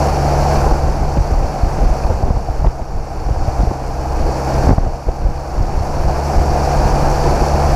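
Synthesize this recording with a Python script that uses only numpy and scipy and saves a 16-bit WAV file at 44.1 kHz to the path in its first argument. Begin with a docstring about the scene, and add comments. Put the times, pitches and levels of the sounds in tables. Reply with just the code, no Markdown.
"""A car ploughs through deep flood water: the bow wave rushes and fizzes, as noise bands plus ringing bubbles.
The engine drones in tones locked to its firing rate; water and engine rise and sink along one set level curve.
Wind buffets the port of a small cased microphone held out of the side window: low pressure thumps,
gusting rumble and rustle, and short bursts of tearing air. One water drop rings briefly."""
import sys
import numpy as np
from scipy import signal
from scipy.fft import rfft, irfft, next_fast_len
from scipy.io import wavfile

SR = 44100
rng = np.random.default_rng(int(sys.argv[2]) if len(sys.argv) > 2 else 0)


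def unload_audio(sound):
    """Save the sound as a 16-bit wav file, at the path given as the first command line argument."""
    columns = np.transpose(np.atleast_2d(sound))
    # keep every value between -1 and 1, then stretch to whole-number steps
    steps = np.round(np.clip(columns, -1, 1) * 32767)
    wavfile.write(sys.argv[1], SR, steps.astype(np.int16))


N = 341775

# level curve shared by water and engine: (time [s], level [dB])
WASH_LEVEL = [(0, -32), (.15, -34.5), (.56, -32.5), (.76, -37), (.97, -40), (2.03, -40), (2.35, -45),
              (2.62, -44.5), (2.72, -46.5), (2.9, -47.5), (3.28, -43.5), (3.6, -41), (3.78, -43.5),
              (4.55, -36), (4.66, -35), (4.78, -45), (5.3, -45.5), (6.2, -37), (6.73, -34), (7.75, -33)]
# narrow and broad peaks colouring the water sound; the tearing air rings the first:
# (frequency [Hz], bandwidth [Hz], lift [dB])
COLOUR_PEAKS = [(742, 194, 5), (2380, 990, -0.5), (4360, 65, 9), (4670, 56, 6.5), (7540, 1270, 3.5),
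                (9950, 1350, 6.5), (13200, 800, 4)]
# single pressure bumps, before the port: (time [s], peak level [dB], width at half height [ms], push +1 or pull -1)
PRESSURE_BUMPS = [(0.569,-4,10,1),(0.63,-9,4.9,1),(0.663,-2.5,10,-1),(0.721,0,8.5,1),(0.84,-6,5.4,1),(1.187,-1,5.8,1),(1.209,-3.5,6,1),(1.325,-3,5.7,1),(1.444,-7,5.6,1),(1.635,-1,4.8,1),(1.672,-6,8.1,1),(1.818,-4.5,10,1),(1.839,-5.5,4.6,1),(1.913,-1,11,-1),(2.05,-3.5,8.4,1),(2.103,-4.5,4.1,1),(2.109,-10,4.9,-1),(2.146,-8,5.3,-1),(2.237,-3.5,4.6,-1),(2.307,-2,3.3,1),(2.371,-3.5,5.7,1),(2.489,-12,4.7,1),(2.616,-8,8.2,1),(2.645,-6,3,1),(2.67,0,7.2,1),(2.681,-7,4.7,-1),(3.31,-3,5.4,1),(3.479,-5.5,4.3,-1),(3.594,-2.5,8.1,1),(3.612,-2,9,1),(3.635,-4,2.4,1),(3.676,-3,7.7,1),(3.716,-8,1.7,1),(4.208,-8,6,1),(4.253,-12,10,1),(4.589,-9,6.2,-1),(4.674,0,3.6,1),(4.687,-9,1.4,1),(4.693,5,1.24,-1),(4.708,-13,4.4,1),(4.715,1,2.8,-1),(4.731,-3.5,3.1,1),(4.783,0.5,3.1,1),(4.871,-9,4.9,-1),(5.087,-4,7.4,1),(5.254,-0.5,7.2,1),(5.61,-2,5.3,-1),(5.768,-5,13,1),(5.81,-9,3.3,1),(6.048,-7,4,1),(6.407,-4.5,8.6,1),(6.842,-7,6.6,-1),(7.412,-6,7.6,-1),(7.651,-9,4.4,1)]


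def from_db(db):
    """Level to amplitude: 20 dB is a factor of ten."""
    return 10 ** (np.asarray(db) / 20)


def rms_one(x):
    """Normalisation of the mean power to one."""
    return x / np.sqrt(np.mean(x ** 2) + 1e-20)


def in_time(rows):
    """Linear interpolation of a curve table in time: one array per column, one value a sample."""
    times, *columns = np.transpose(rows)
    return [np.interp(np.arange(N) / SR, times, column) for column in columns]


def drift(rate_hz):
    """Slow random modulation: noise through a critically damped two-pole low-pass, standard deviation 1."""
    step = 40  # samples between drawn values
    pole = np.exp(-2 * np.pi * rate_hz * step / SR)
    white = rng.standard_normal(N // step + 2002)
    slow = signal.lfilter([1], [1, -2 * pole, pole * pole], white)[2000:]  # without the settling
    return np.interp(np.arange(N) / step, np.arange(len(slow)), rms_one(slow))


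def band(x, low_hz, high_hz, order=2):
    """Band limitation by a Butterworth filter, maximally flat in the passband."""
    return signal.sosfilt(signal.butter(order, [low_hz, high_hz], "band", fs=SR, output="sos"), x)


def resonance(x, hz, width_hz):
    """Damped oscillator: a pole pair whose radius sets the bandwidth, with a peak gain of about 1."""
    r = np.exp(-np.pi * width_hz / SR)
    numerator = np.array([1, 0, -1]) * (1 - r * r) / 2
    return signal.lfilter(numerator, [1, -2 * r * np.cos(2 * np.pi * hz / SR), r * r], x)


def colour(x, spectrum):
    """Spectral shaping by a gain curve that is linear in dB over log frequency."""
    size = next_fast_len(N)
    hz = np.maximum(np.arange(size // 2 + 1) * SR / size, 10)
    points_hz, points_db = np.array(spectrum).T
    gain = from_db(np.interp(np.log(hz), np.log(points_hz), points_db))
    return irfft(rfft(x, size) * gain, size)[:N]


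def gusts():
    """Amplitude modulation by wind: gusts swell and fade linearly in dB, above a lull whose rumble is steady
    and whose rustle rises and sinks with the water."""
    # (time [s], rumble level [dB], rustle level [dB], length within 10 dB of the peak [s], at least 0.01)
    gust_rows = [(0.303, -20, -37, 0.5), (0.569, -9, -26, 0), (0.653, -14, -34, 0),
                 (0.726, -11, -23.5, 0.02), (0.862, -16, -25, 0.08), (1.017, -14.5, -27.5, 0.22),
                 (1.174, -3, -11.5, 0.01), (1.312, -14, -28, -0.04), (1.42, -11.5, -28, 0.18),
                 (1.64, -12, -25.5, 0.04), (1.854, -9, -26, 0.16), (2.103, -11, -32, 0.07),
                 (2.224, -19, -30.5, 0.1), (2.284, -13, -19.5, 0.05), (2.373, -10, -37.5, .05),
                 (2.502, -6, -29.5, -0.04), (2.612, -7, -30, .06), (2.668, -3, -14, 0.0135),
                 (2.82, -15.5, -24, 0.01), (2.968, -14, -42, 0.1), (3.306, -13, -35, 0.17),
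                 (3.412, -8, -39, 0.03), (3.485, -0.5, -28, 0.01), (3.606, -2.5, -13, -0.07),
                 (3.711, -7, -33, -0.02), (3.916, -30, -45, 0.3), (4.216, -12.5, -24, 0.17),
                 (4.554, -15, -22, .08), (4.643, -12.5, -20.5, 0.04), (4.707, 3, -9.5, -0.01),
                 (4.85, -11.5, -25.5, 0.09), (5.072, -15, -34, 0.02), (5.268, -11, -28.5, .1),
                 (5.608, -8.5, -30, 0.08), (5.774, -10, -30, .09), (5.967, -14.5, -50, 0.2),
                 (6.073, -12, -45, 0.04), (6.383, -5, -28, 0.04), (6.524, -13, -29, .14),
                 (6.85, -13.5, -32, 0.26), (7.07, -15, -32, .2), (7.291, -12.5, -22.5, 0.13),
                 (7.421, -11, -16.5, -0.08), (7.549, -3, -17.5, 0), (7.636, -11, -27, 0),
                 (7.714, -16, -35, 0.17)]
    lull_rumble_db, lull_rustle_db = -30.5, 1  # the rustle is relative to the wash level
    t = np.arange(0, N, 32) / SR
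    peak_s, rumble_db, rustle_db, length_s = np.transpose(gust_rows)[:, :, None]
    swell_db = -20 * np.abs(t - peak_s) / np.maximum(length_s, .01)

    def summed(peak_db):
        """Superposition of the gust amplitudes."""
        return np.interp(np.arange(N) / SR, t, from_db(peak_db + swell_db).sum(axis=0))

    rumble_gain = summed(rumble_db) + from_db(lull_rumble_db)
    rustle_gain = summed(rustle_db) + from_db(in_time(WASH_LEVEL)[0] + lull_rustle_db)
    return rumble_gain, rustle_gain


def turbulence():
    """Turbulent pressure noise in three bands under the gusts; rumble and flutter dip near each buffet."""
    rumble_gain, rustle_gain = gusts()
    rumble = rumble_gain * rms_one(band(rng.standard_normal(N), 12.8, 49.8))
    share = 0.56  # flutter follows the rumble by this share, the rustle by the rest
    flutter_gain = rumble_gain ** share * rustle_gain ** (1 - share) * from_db(-8.5 + 4.3 * drift(26))
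    flutter = flutter_gain * rms_one(band(rng.standard_normal(N), 76, 176))
    rustle = rustle_gain * from_db(2.66 * drift(37.5)) * rms_one(band(rng.standard_normal(N), 120, 506))

    t = np.arange(N) / SR
    bump_s = np.array(PRESSURE_BUMPS)[:, 0]
    after = np.clip(np.searchsorted(bump_s, t), 1, len(bump_s) - 1)
    nearest_s = np.minimum(np.abs(t - bump_s[after]), np.abs(t - bump_s[after - 1]))
    dip = 1 - 0.68 * np.exp(-(nearest_s / 0.012) ** 2)
    return (rumble + flutter) * dip + rustle


def tears():
    """Air tearing across the port: dull noise bursts excite a damped resonance."""
    # bursts before filtering and gain: (start [s], envelope level [dB], decay length [ms], at least 2)
    burst_rows = [(0.658, -9.5, 27), (0.709, -8, 12), (1.34, -20, 6.1), (1.952, -15.5, 16),
                  (2.044, -12.5, 9.2), (2.096, -10, 24), (2.224, -14, 22), (2.278, -15, 10),
                  (2.3, -10.5, 9.9), (2.359, -14, 19), (2.483, -20, 14), (2.642, -9, 14), (2.664, -16, 14),
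                  (2.791, -19, 16), (3.286, -18.5, 13), (3.589, -16, 17), (3.629, -20, 12),
                  (3.668, -17, 10), (3.709, -12.5, 7.4), (4.666, -6.5, 16), (4.687, -8, 17),
                  (4.701, -9.5, 12), (4.722, -12, 11), (4.778, -5.5, 7.8), (4.824, -18, 11),
                  (4.858, -17, 19), (5.082, -11.5, 13), (5.254, -13, 16), (5.896, -21, 12),
                  (5.965, -9.5, 8.5), (6.333, -11, 11)]
    gain_db = 8.5  # sensitivity of the port to tearing air
    t, envelope = np.arange(N) / SR, np.zeros(N)
    for start_s, level_db, length_ms in burst_rows:
        near = slice(round(start_s * SR), round((start_s + .08) * SR))
        age = 1000 * (t[near] - start_s) / max(length_ms, 2)  # in decay lengths
        envelope[near] += from_db(level_db) * np.minimum(6 * age, 1) * np.exp(-age ** 2)
    noise = band(envelope * rng.standard_normal(N) + 1e-18, 180, 810, order=3)
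    peak_hz, peak_width_hz, _ = COLOUR_PEAKS[0]
    return from_db(gain_db) * (noise + 1.1 * resonance(noise, peak_hz, peak_width_hz))


def buffets():
    """Pressure equalisation: Gaussian bumps pass a leaky port, a second-order high-pass, and swing back."""
    port_hz, port_q, gain_db = 28, .7, 3.4  # corner, quality factor, sensitivity of the port to buffets
    t, pressure = np.arange(N) / SR, np.zeros(N)
    for centre_s, peak_db, width_ms, sign in PRESSURE_BUMPS:
        near = slice(round((centre_s - .05) * SR), round((centre_s + .05) * SR))
        half_widths = 2000 * (t[near] - centre_s) / width_ms
        pressure[near] += np.sign(sign) * from_db(peak_db) * .5 ** (half_widths ** 2)
    w = 2 * np.pi * port_hz
    b, a = signal.bilinear([1, 0, 0], [1, w / port_q, w * w], SR)
    return from_db(gain_db) * signal.lfilter(b, a, pressure + 1e-18)


def drops():
    """Damped free oscillation of a water drop: an exponential decay with rising pitch."""
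    # (start [s], starting pitch [Hz], level from which the decay starts [dB], time to fall 60 dB [s])
    drop_rows = [(2.037, 2500, -16.5, 0.0097)]
    out = np.zeros(N)
    for start_s, hz, level_db, t60 in drop_rows:
        age = np.arange(round(t60 * SR)) / SR
        envelope = np.minimum(age / 0.0018, 1) * from_db(level_db - 60 * age / t60)
        start = round(start_s * SR)
        out[start:start + len(age)] += envelope * np.sin(2 * np.pi * hz * age * (1 + 3.2 * age))
    return out


def engine(turns):
    """Periodic excitation: sine tones at fixed multiples of the firing rate, each wavering a little."""
    # (multiple of the firing rate, rms level over the wash level [dB], waver [dB],
    #  extra level per dB of wash swing [dB/dB])
    tone_rows = [(1, 14.5, 1.5, .1), (2, 11.5, 1.5, .1), (3, -1, 1.5, .1), (4.251, -2.5, 2.0, .01),
                 (4.75, -0.5, 2.5, .01), (5, -1.5, 1.5, -.1), (5.999, -10.5, 3, .01), (7, 1.5, 2, -0.4)]
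    wash_db = in_time(WASH_LEVEL)[0]
    swing_db = wash_db - wash_db.mean()
    out = np.zeros(N)
    for multiple, level_db, waver_db, share in tone_rows:
        gain = from_db(level_db + waver_db * drift(1.85) + share * swing_db)
        out += gain * np.sqrt(2) * np.sin(2 * np.pi * (multiple * turns + rng.random()))
    return out


def spray(shared_db, own_db):
    """Modulated broadband noise: half-octave bands surge together and flicker independently."""
    out, surge = 0, drift(20)
    edges_hz = 100 * 2 ** np.arange(0, 8, .5)
    white = rng.standard_normal((2, N))  # neighbouring bands draw on different noises
    for k, (low_hz, high_hz) in enumerate(zip(edges_hz, edges_hz[1:])):
        gain = from_db(shared_db * surge + own_db * drift(38))
        out = out + gain * band(white[k % 2], low_hz, high_hz)
    return rms_one(out)


def bubbles(per_s, cycles, spread_db):
    """Random impulses excite damped bubble resonances, weighted for a flat overall spectrum."""
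    sizes = from_db(spread_db * np.minimum(rng.exponential(1, N), 4)) * rng.choice([-1, 1], N)
    born = rng.random(N) < per_s * from_db(1.5 * drift(15)) / SR
    pitches_hz, dealt = np.geomspace(300, 9000, 24), rng.integers(0, 24, N)
    out = np.zeros(N)
    for k, hz in enumerate(pitches_hz):
        impulses = sizes * born * (dealt == k) + 1e-18
        width_hz = 2.85 * hz / cycles  # falls by about 78 dB in the given cycles
        out += np.sqrt(hz) * rms_one(resonance(impulses, hz, width_hz))
    return rms_one(out)


def water(turns):
    """Source and filter: spray and bubbles, throbbing slightly with each firing, take a fixed spectral colour."""
    # relative spectrum of rushing water as coloured by the case: (frequency [Hz], density per Hz [dB])
    rush_spectrum = [(90, -10.5), (300, -12.5), (600, -5.5), (790, -5), (1110, -13.5), (1600, -19.5),
                     (1950, -26.5), (2450, -24.5), (3340, -38.5), (4250, -34), (4500, -30), (5600, -26),
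                     (8800, -45), (15300, -47)]
    level_db, bubbles_db, throb_depth = 16.5, -8, 0.037  # over the wash level, over the spray, share
    flat = spray(shared_db=0.45, own_db=0.8)
    flat = flat + from_db(bubbles_db) * bubbles(per_s=2500, cycles=8.7, spread_db=2.0)
    flat = flat * (1 + throb_depth * np.cos(2 * np.pi * turns))
    for hz, width_hz, lift_db in COLOUR_PEAKS:
        flat = flat + (from_db(lift_db) - 1) * resonance(flat, hz, width_hz)
    return from_db(level_db) * rms_one(colour(flat, rush_spectrum))


def scene():
    """Superposition of water and engine, on their common level curve, with the wind and the drop."""
    # engine: (time [s], firing rate [1/s])
    firing_rate = [(0, 71.4), (.6, 71.2), (1.25, 69.9), (2, 67.9), (2.75, 66.2), (3.75, 65.9), (4.5, 66.8),
                   (5.25, 68.5), (6, 70.3), (6.5, 70.7), (7.75, 70.9)]
    turns = np.cumsum(in_time(firing_rate)[0]) / SR  # phase in firings
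    wash = from_db(in_time(WASH_LEVEL)[0]) * (water(turns) + engine(turns))
    return (wash + turbulence() + buffets() + tears() + drops())[None]


def record(dry):
    """Soft saturation rounds the peaks; a steep elliptic low-pass limits the bandwidth."""
    cutoff_hz = 15280
    rounded = dry / (1 + np.abs(dry / .98) ** 3) ** (1 / 3)
    return signal.sosfilt(signal.ellip(16, .5, 90, cutoff_hz, fs=SR, output="sos"), rounded)


dry = scene()
out = record(dry)
unload_audio(out)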